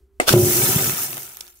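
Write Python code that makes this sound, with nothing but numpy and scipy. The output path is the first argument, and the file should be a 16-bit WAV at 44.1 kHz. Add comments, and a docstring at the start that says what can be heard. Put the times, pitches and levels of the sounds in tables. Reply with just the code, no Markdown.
"""A toughened car window is smashed against a stack of tyres in an open scrapyard.
First comes a sharp knock, then cracks race through the pane and it bursts. The tyres and their rims
boom under the blows while thousands of glass crumbs and larger pieces pour over them onto the ground.
Last, a few lone shards click down. A faint hum and rumble lie beneath it all."""
import sys
import numpy as np
from scipy import signal
from scipy.fft import rfft, irfft
from scipy.io import wavfile

SR = 44100
rng = np.random.default_rng(int(sys.argv[2]) if len(sys.argv) > 2 else 0)


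def put_to_file(sound):
    """Save the sound as 16-bit audio at rate SR, in the file named by the first command-line argument."""
    columns = np.atleast_2d(sound).T  # one column per channel
    safe = np.clip(columns, -1, 1)
    whole_steps = np.round(safe * 32767)
    wavfile.write(sys.argv[1], SR, whole_steps.astype(np.int16))


N = 70560
TIME = np.arange(N) / SR

# the dull tone of a piece of glass landing: (frequency [Hz], level [dB])
CLACK_TONE = [(200, -10.5), (550, -0.5), (900, 1), (1500, -0.5), (2200, -5), (3200, -4), (5000, -17),
              (12000, -5)]


def bursting_pane():
    """Cracks race through the pane in surges and make it ring as it comes apart."""
    # a fade is the time to fall by 60 dB
    # surges of cracking: (time [s], level [dB], rise [s], hold [s], fade [s], ringing [dB])
    surges = [(0.2855, -5.5, 0.027, 0.00054, 0.005, -7), (0.2904, -3.5, 0.00061, 0.0028, 0.012, -5.5),
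              (0.301, -15, 0.013, 0.0057, 0.064, -26), (0.328, -14, 0.022, 0.0012, 0.042, -14.5)]
    # the notes of the pane: (pitch [Hz], level [dB], fade [s])
    pane_notes = [(412.7, -22, 0.011), (1533, 3.5, 0.041), (2870, 1, 0.0062), (3560, 5, 0.0098),
                  (5420, 0.5, 0.0079), (6650, -0.5, 0.0016)]
    # the tone of the cracks: (frequency [Hz], level [dB])
    crack_tone = [(100, -26.5), (420, 10), (700, -1), (1100, -0.5), (2000, -8.5), (2700, 6), (4500, 4),
                  (9000, 3), (15000, 1)]
    cracks = clicks(per_s=7000, spread_db=0.5)
    ringing = unit_power(sum(from_db(db) * unit_power(ring(cracks, hz, fade))
                             for hz, db, fade in pane_notes))
    crack_gain, ring_gain = 0, 0
    for start, db, rise, hold, fade, ring_db in surges:
        growth = np.log(100) * np.minimum(TIME - start, 0) / rise
        decay = np.log(1000) * np.maximum(TIME - start - hold, 0) / fade
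        surge = from_db(db) * np.exp(np.maximum(growth - decay, -20))
        crack_gain += surge
        ring_gain += from_db(ring_db) * surge
    return colour(cracks * crack_gain, crack_tone) + ringing * ring_gain


def knock(start=0.2002):
    """A hard blow from the left: a push of air, a brief ring, a tick, a near echo and a scattered tail."""
    # the notes the blow sets ringing: (pitch [Hz], level [dB], fade [s])
    notes = [(450, -33, 0.17), (734, -19, 0.06), (876, -28, 0.035), (1254, -16.5, 0.035),
             (2040, -5.5, 0.027), (2630, -16.5, 0.015), (2860, -35, 0.032)]
    # the tone of the first hard contact: (frequency [Hz], level [dB])
    tick_tone = [(400, -29), (1300, 3), (2400, 1.5), (3500, -5.5), (5500, -14), (8000, 8), (9300, 2.5),
                 (11000, -8.5), (15000, -47)]
    # the tone of the scattered sound: (frequency [Hz], level [dB])
    tail_tone = [(70, -37), (150, -32), (280, 11.5), (750, 8), (1050, 1), (2200, -2.5), (4700, -5),
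                 (8800, -7.5), (15000, -14.5)]
    tap = (np.arange(N) == int(start * SR)) * 1.0
    ringing = sum(from_db(db) * ring(tap, hz, fade) for hz, db, fade in notes)
    swing = (TIME - start) / 0.00041
    push = without_bass(swing * np.exp((1 - swing ** 2) / 2), hz=390)   # pressure dips, then rises
    tick = colour(rng.standard_normal(N) * dying(start, fade=0.0065), tick_tone)[0]
    hit = from_db(-6.5) * push + ringing + from_db(-7.5) * tick
    hit += from_db(-20) * np.interp(TIME - 0.016, TIME, hit)   # the echo
    right = np.interp(TIME - 0.00023, TIME, hit)   # reaches the right ear a little later
    tail = colour(rng.standard_normal((2, N)) * dying(start, fade=0.21), tail_tone)
    return np.array([hit, right]) + from_db(-22.5) * tail


def crumbs():
    """Falling glass crumbs tick and ring briefly, thinning out as the flow dies down."""
    # the flow of crumbs: (time [s], level [dB])
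    flow_levels = [(.27, -90), (.31, -23), (.352, -26.5), (.39, -21), (.48, -18), (.565, -16), (.66, -16),
                   (.745, -18), (.79, -19.5), (.88, -19), (.96, -26), (1.035, -21), (1.09, -30.5),
                   (1.2, -33), (1.3, -39), (1.39, -45.5), (1.44, -44), (1.51, -50), (1.6, -56.5)]
    # their bright tone: (frequency [Hz], level [dB])
    crumb_tone = [(1000, -37.5), (2500, 3), (3400, -5.5), (4300, -2), (5800, 6), (9000, 6.5), (12500, 8.5),
                  (15500, 11.5)]
    flow = level(flow_levels)
    ticks = clicks(per_s=7000 * (flow / flow.max()) ** 0.6, spread_db=2.5)
    rings = tinkle(ticks, pitches=np.linspace(3000, 15500, 90), cycles=170)
    return colour(unit_power(unit_power(ticks) + from_db(1) * rings) * flow, crumb_tone)


def larger_pieces():
    """Larger pieces clatter, and flat ones clink, lower in pitch than the crumbs."""
    # the fall of larger pieces: (time [s], level [dB])
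    clatter_levels = [(.27, -96), (.31, -23.5), (.39, -37.5), (.52, -32), (.61, -28), (.7, -28),
                      (.79, -28.5), (.9, -31.5), (1.04, -37), (1.14, -42.5), (1.3, -50.5), (1.47, -55),
                      (1.6, -75)]
    flow = level(clatter_levels)
    clinks = tinkle(clicks(per_s=330, spread_db=2), pitches=np.geomspace(1250, 4195, 40), cycles=53)
    clatter = colour(clicks(per_s=1200, spread_db=0.5) * flow, CLACK_TONE)
    return clatter + from_db(-3) * clinks * flow


def tyre_stack():
    """The tyres and their rims boom under the blows and drum under the falling glass."""
    # blows on the stack: (time [s], level [dB], contact time [s], share that rings the rims [0-1])
    blows = [(0.3383, -7, 0.00055, 0.88), (0.3465, -6, 0.0031, 0), (0.3634, -21.5, 0.001, 0.64),
             (0.43, -26, 0.0055, 0), (0.5598, -19, 0.0012, 0.84), (0.76, -27, 0.0022, 0.4),
             (1.416, -55, 0.00098, 0.86)]
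    # the notes of the tyres: (pitch [Hz], level [dB], fade [s])
    tyre_notes = [(101, -14, 0.28), (125, -3, 0.18), (204.2, -6.5, 0.22), (276.7, -16, 0.25)]
    # the notes of the rims: (pitch [Hz], level [dB], fade [s])
    rim_notes = [(358, 0.5, 0.67), (386, -7, 0.2), (424, -32, 0.36), (555.8, -17.5, 0.57), (629, -35, .08),
                 (761, -21, 0.05), (945, -35.5, 0.1)]
    # glass pattering on the stack: (time [s], level [dB])
    patter_levels = [(.28, -50), (.31, -21), (.36, -17.5), (.52, -26.5), (.7, -25), (.8, -27), (.92, -34),
                     (.97, -41), (1.17, -44), (1.3, -59), (1.6, -81)]
    # the deep tone of that patter: (frequency [Hz], level [dB])
    patter_tone = [(30, -24.5), (65, -8.5), (115, 6.5), (150, 1), (180, -10.5), (220, -4), (300, -7.5),
                   (400, -15), (700, -26), (1500, -64.5)]
    on_tyres, on_rims = np.zeros((2, N))
    for time, db, contact, share in blows:
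        force = np.exp(-(2 * (TIME - time) / contact) ** 2)
        force = from_db(db) * force / force.sum()
        on_tyres += force
        on_rims += share * force
    boom = sum(from_db(db) * ring(on_tyres, hz, fade) for hz, db, fade in tyre_notes)
    boom += sum(from_db(db) * ring(on_rims, hz, fade) for hz, db, fade in rim_notes)
    taps = clicks(per_s=630, spread_db=1.5)
    patter = level(patter_levels) * (taps + from_db(-10) * rng.standard_normal((2, N)))
    rim_fade = 0.06   # under the loose glass the rims ring only briefly
    singing = sum(from_db(db / 2) * ring(patter, hz, rim_fade) for hz, db, _ in rim_notes)
    singing *= from_db(-8.5) * np.sqrt(4 * np.log(1000) / (rim_fade * SR))
    return without_bass(colour(patter, patter_tone) + singing - boom, hz=138)


def slabs():
    """Heavy slabs land on the rubber with dead thumps, each a few swings of air pressure; the sharp, loudest
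    one at 0.34 s is the pane itself slapping the tyres."""
    # the landings: (time [s], level [dB], pitch [Hz], half length [s])
    landings = [(.3078, -14.5, 154, 0.0019), (0.3398, -1, 466, 0.0012), (0.3474, -8, 136, 0.012),
                (.3645, -12.5, 450, 0.0014), (0.4364, -13, 112, 0.011), (0.636, -19.5, 130, 0.016),
                (0.765, -9, 156, 0.0049), (.876, -23.5, 125, 0.0063), (.935, -26, 166, 0.0047)]
    out = np.zeros(N)
    for time, db, hz, half_length in landings:
        swell = np.exp(-np.minimum(((TIME - time) / half_length) ** 2, 50))
        out += from_db(db) * np.cos(2 * np.pi * hz * (TIME - time)) * swell
    return out


def lone_shards():
    """Each shard hits the ground with a gritty click, two close notes and a dull clack."""
    # the landings: (time [s], level [dB], pitch [Hz], fade [s], left over right [dB], clack [dB])
    landings = [(0.8965, -19.5, 1770, .006, -16, 1), (1.0386, -23, 13200, 0.055, 3, -12),
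                (1.105, -23.5, 13200, .13, -7, -25), (1.13, -20.5, 2630, 0.0071, 6, -4),
                (1.148, -28, 13140, .05, -3, -20), (1.1695, -21, 11500, 0.0033, 1, 5.5),
                (1.1792, -18.5, 11000, .004, 0, 0), (1.203, -27, 12900, 0.0055, 10, -4),
                (1.232, -23.5, 13100, 0.029, -12, -22), (1.3703, -17.5, 14000, .012, 0, -14),
                (1.4075, -18.5, 8400, 0.0024, -5, -22), (1.4096, -15, 5750, 0.0051, -7, -27),
                (1.4215, -46, 7520, .006, 1, -20), (1.4673, -33.5, 4650, 0.0072, -10, -18),
                (1.4793, -32.5, 5800, .008, -9, -20), (1.559, -44.5, 11460, .01, -8, -23),
                (1.572, -38.5, 12500, .01, -2, -22)]
    # the tone of the gritty click: (frequency [Hz], level [dB])
    grit_tone = [(300, -25), (1000, -9), (1800, 0), (3500, 20), (6000, 18), (15000, 10)]
    grit = colour(rng.standard_normal((2, N)), grit_tone)
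    dull_noise = colour(rng.standard_normal((2, N)), CLACK_TONE)
    out = np.zeros((2, N))
    for start, db, hz, fade, pan_db, clack_db in landings:
        rise = 10 ** (np.clip(TIME - start, -1, 0) / 0.00027)
        contact = np.where(TIME < start, rise, dying(start, fade=0.0068))
        click = without_bass(grit * contact, 0.43 * hz)
        phase = 2 * np.pi * hz * (TIME - start)
        notes = (np.sin(phase) + from_db(-13) * np.sin(0.95 * phase)) * dying(start, fade)
        clack = from_db(clack_db) * dull_noise * dying(start, fade=0.019)
        side_gains = 0.5 * from_db(db + np.array([[pan_db], [-pan_db]]) / 2)
        out += side_gains * (click + from_db(-0.5) * notes + clack)
    return out


def yard_echoes(sound):
    """The ground and the heaps of scrap scatter the sound back in a short blur."""
    echoes = rng.standard_normal((2, N)) * dying(start=0.0012, fade=0.049)
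    return from_db(-7.5) * through(sound, echoes / np.linalg.norm(echoes[0]))


def background():
    """Outdoor air, a deep rumble that swells with the crash, and a far hum."""
    # the tone of the outdoor air: (frequency [Hz], level [dB])
    air_tone = [(25, -21), (100, 0), (170, -1), (300, 6), (390, -18), (600, -12.5), (1200, -11),
                (8000, -37.5)]
    # the swell of the rumble: (time [s], level [dB])
    rumble_levels = [(0, -54), (.1, -63.5), (.25, -50), (.28, -46), (.35, -38), (.42, -42), (.7, -53.5),
                     (.95, -59), (1.15, -64.5), (1.6, -66.5)]
    # the tone of the rumble: (frequency [Hz], level [dB])
    rumble_tone = [(20, -14.5), (45, -9), (65, -0.5), (100, -26.5), (200, -46), (600, -50.5)]
    # the loudness of the hum: (time [s], level [dB])
    hum_levels = [(0, -60), (.2, -66), (1.3, -69.5), (1.45, -69), (1.54, -72), (1.6, -88)]
    # noise that is mostly the same in both ears
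    air, deep = rng.standard_normal((2, 1, N)) + 0.3 * rng.standard_normal((2, 2, N))
    rumble = level(rumble_levels) * colour(deep, rumble_tone)
    hum = level(hum_levels) * unit_power(ring(rng.standard_normal(N), hz=389, fade=0.69))
    return from_db(-74.5) * colour(air, air_tone) + rumble + hum


def clicks(per_s, spread_db):
    """Random stereo clicks of average power 1, each with its own size and direction."""
    chance = np.clip(per_s / SR, 1e-5, 1)
    size = unit_power(from_db(spread_db * np.minimum(rng.exponential(1, N), 3)))
    size *= rng.choice([-1, 1], N)
    left = size * (rng.random(N) < chance) / np.sqrt(chance)
    lag = np.round(rng.uniform(-1, 1, N) * 0.0003 * SR)   # up to 0.3 ms between the ears
    right_arrival = np.clip(np.arange(N) + lag, 0, N - 1).astype(int)
    return np.array([left, np.bincount(right_arrival, left, N)])


def tinkle(hits, pitches, cycles):
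    """Share the hits among bits of glass with these pitches [Hz], each ringing about so many cycles."""
    owner = rng.integers(0, len(pitches), N)
    lengths = cycles * np.exp(0.5 * rng.standard_normal(len(pitches)))
    pitches = pitches * rng.uniform(0.98, 1.02, len(pitches))
    return unit_power(sum(ring(hits * (owner == k), hz, lengths[k] / hz) * np.sqrt(hz / lengths[k])
                          for k, hz in enumerate(pitches)))


def ring(hits, hz, fade):
    """One ringing note: each click starts a fading sine wave as tall as itself."""
    decay, step = np.exp(-np.log(1000) / (fade * SR)), 2 * np.pi * hz / SR
    return signal.lfilter([0, np.sin(step)], [1, -2 * decay * np.cos(step), decay ** 2], hits + 1e-18)


def colour(sound, tone, size=8192):
    """Give a sound the tone in (frequency [Hz], level [dB]) rows; white noise keeps its power."""
    hz, db = np.transpose(tone)
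    grid = np.maximum(np.arange(size // 2 + 1) * SR / size, 1)
    cepstrum = irfft(np.log(from_db(np.interp(np.log(grid), np.log(hz), db))))
    # fold it so that the filter never sounds before the hit
    cepstrum[1:size // 2] *= 2
    cepstrum[size // 2 + 1:] = 0
    response = irfft(np.exp(rfft(cepstrum)))
    return through(sound, response / np.linalg.norm(response))


def through(sound, response):
    """Let every sample of the sound set off a copy of the response."""
    return signal.fftconvolve(np.atleast_2d(sound), np.atleast_2d(response), axes=1)[:, :N]


def without_bass(sound, hz):
    """Turn down what lies below hz."""
    return signal.sosfilt(signal.butter(2, hz, "high", fs=SR, output="sos"), sound)


def dying(start, fade):
    """A gain that jumps to 1 at start [s], then falls 60 dB in fade [s]."""
    return (TIME >= start) * np.exp(-np.log(1000) * np.minimum(np.abs(TIME - start) / fade, 10))


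def level(rows):
    """Gain over time from (time [s], level [dB]) rows; silent before the first."""
    return from_db(np.interp(TIME, *np.transpose(rows), left=-np.inf))


def from_db(db):
    """Turn decibels into a gain."""
    return 10 ** (np.asarray(db) / 20)


def unit_power(sound):
    """Scale to an average power of 1."""
    return sound / np.sqrt(np.mean(sound ** 2) + 1e-20)


def scene():
    """All the sources together in the open yard."""
    glass = knock() + bursting_pane() + crumbs() + larger_pieces()
    shards = lone_shards()
    echoes = yard_echoes(glass + from_db(-9) * shards)   # lone shards land close by and scatter less
    return glass + shards + echoes + tyre_stack() + slabs() + background()


def record(dry):
    """The highest peaks overload and are rounded off; the very top of the treble is cut."""
    ceiling, cutoff_hz = 0.85, 15700
    rounded = dry / (1 + (dry / ceiling) ** 4) ** 0.25
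    return signal.sosfiltfilt(signal.ellip(10, 0.1, 60, cutoff_hz, fs=SR, output="sos"), rounded)


dry = scene()
out = record(dry)
put_to_file(out)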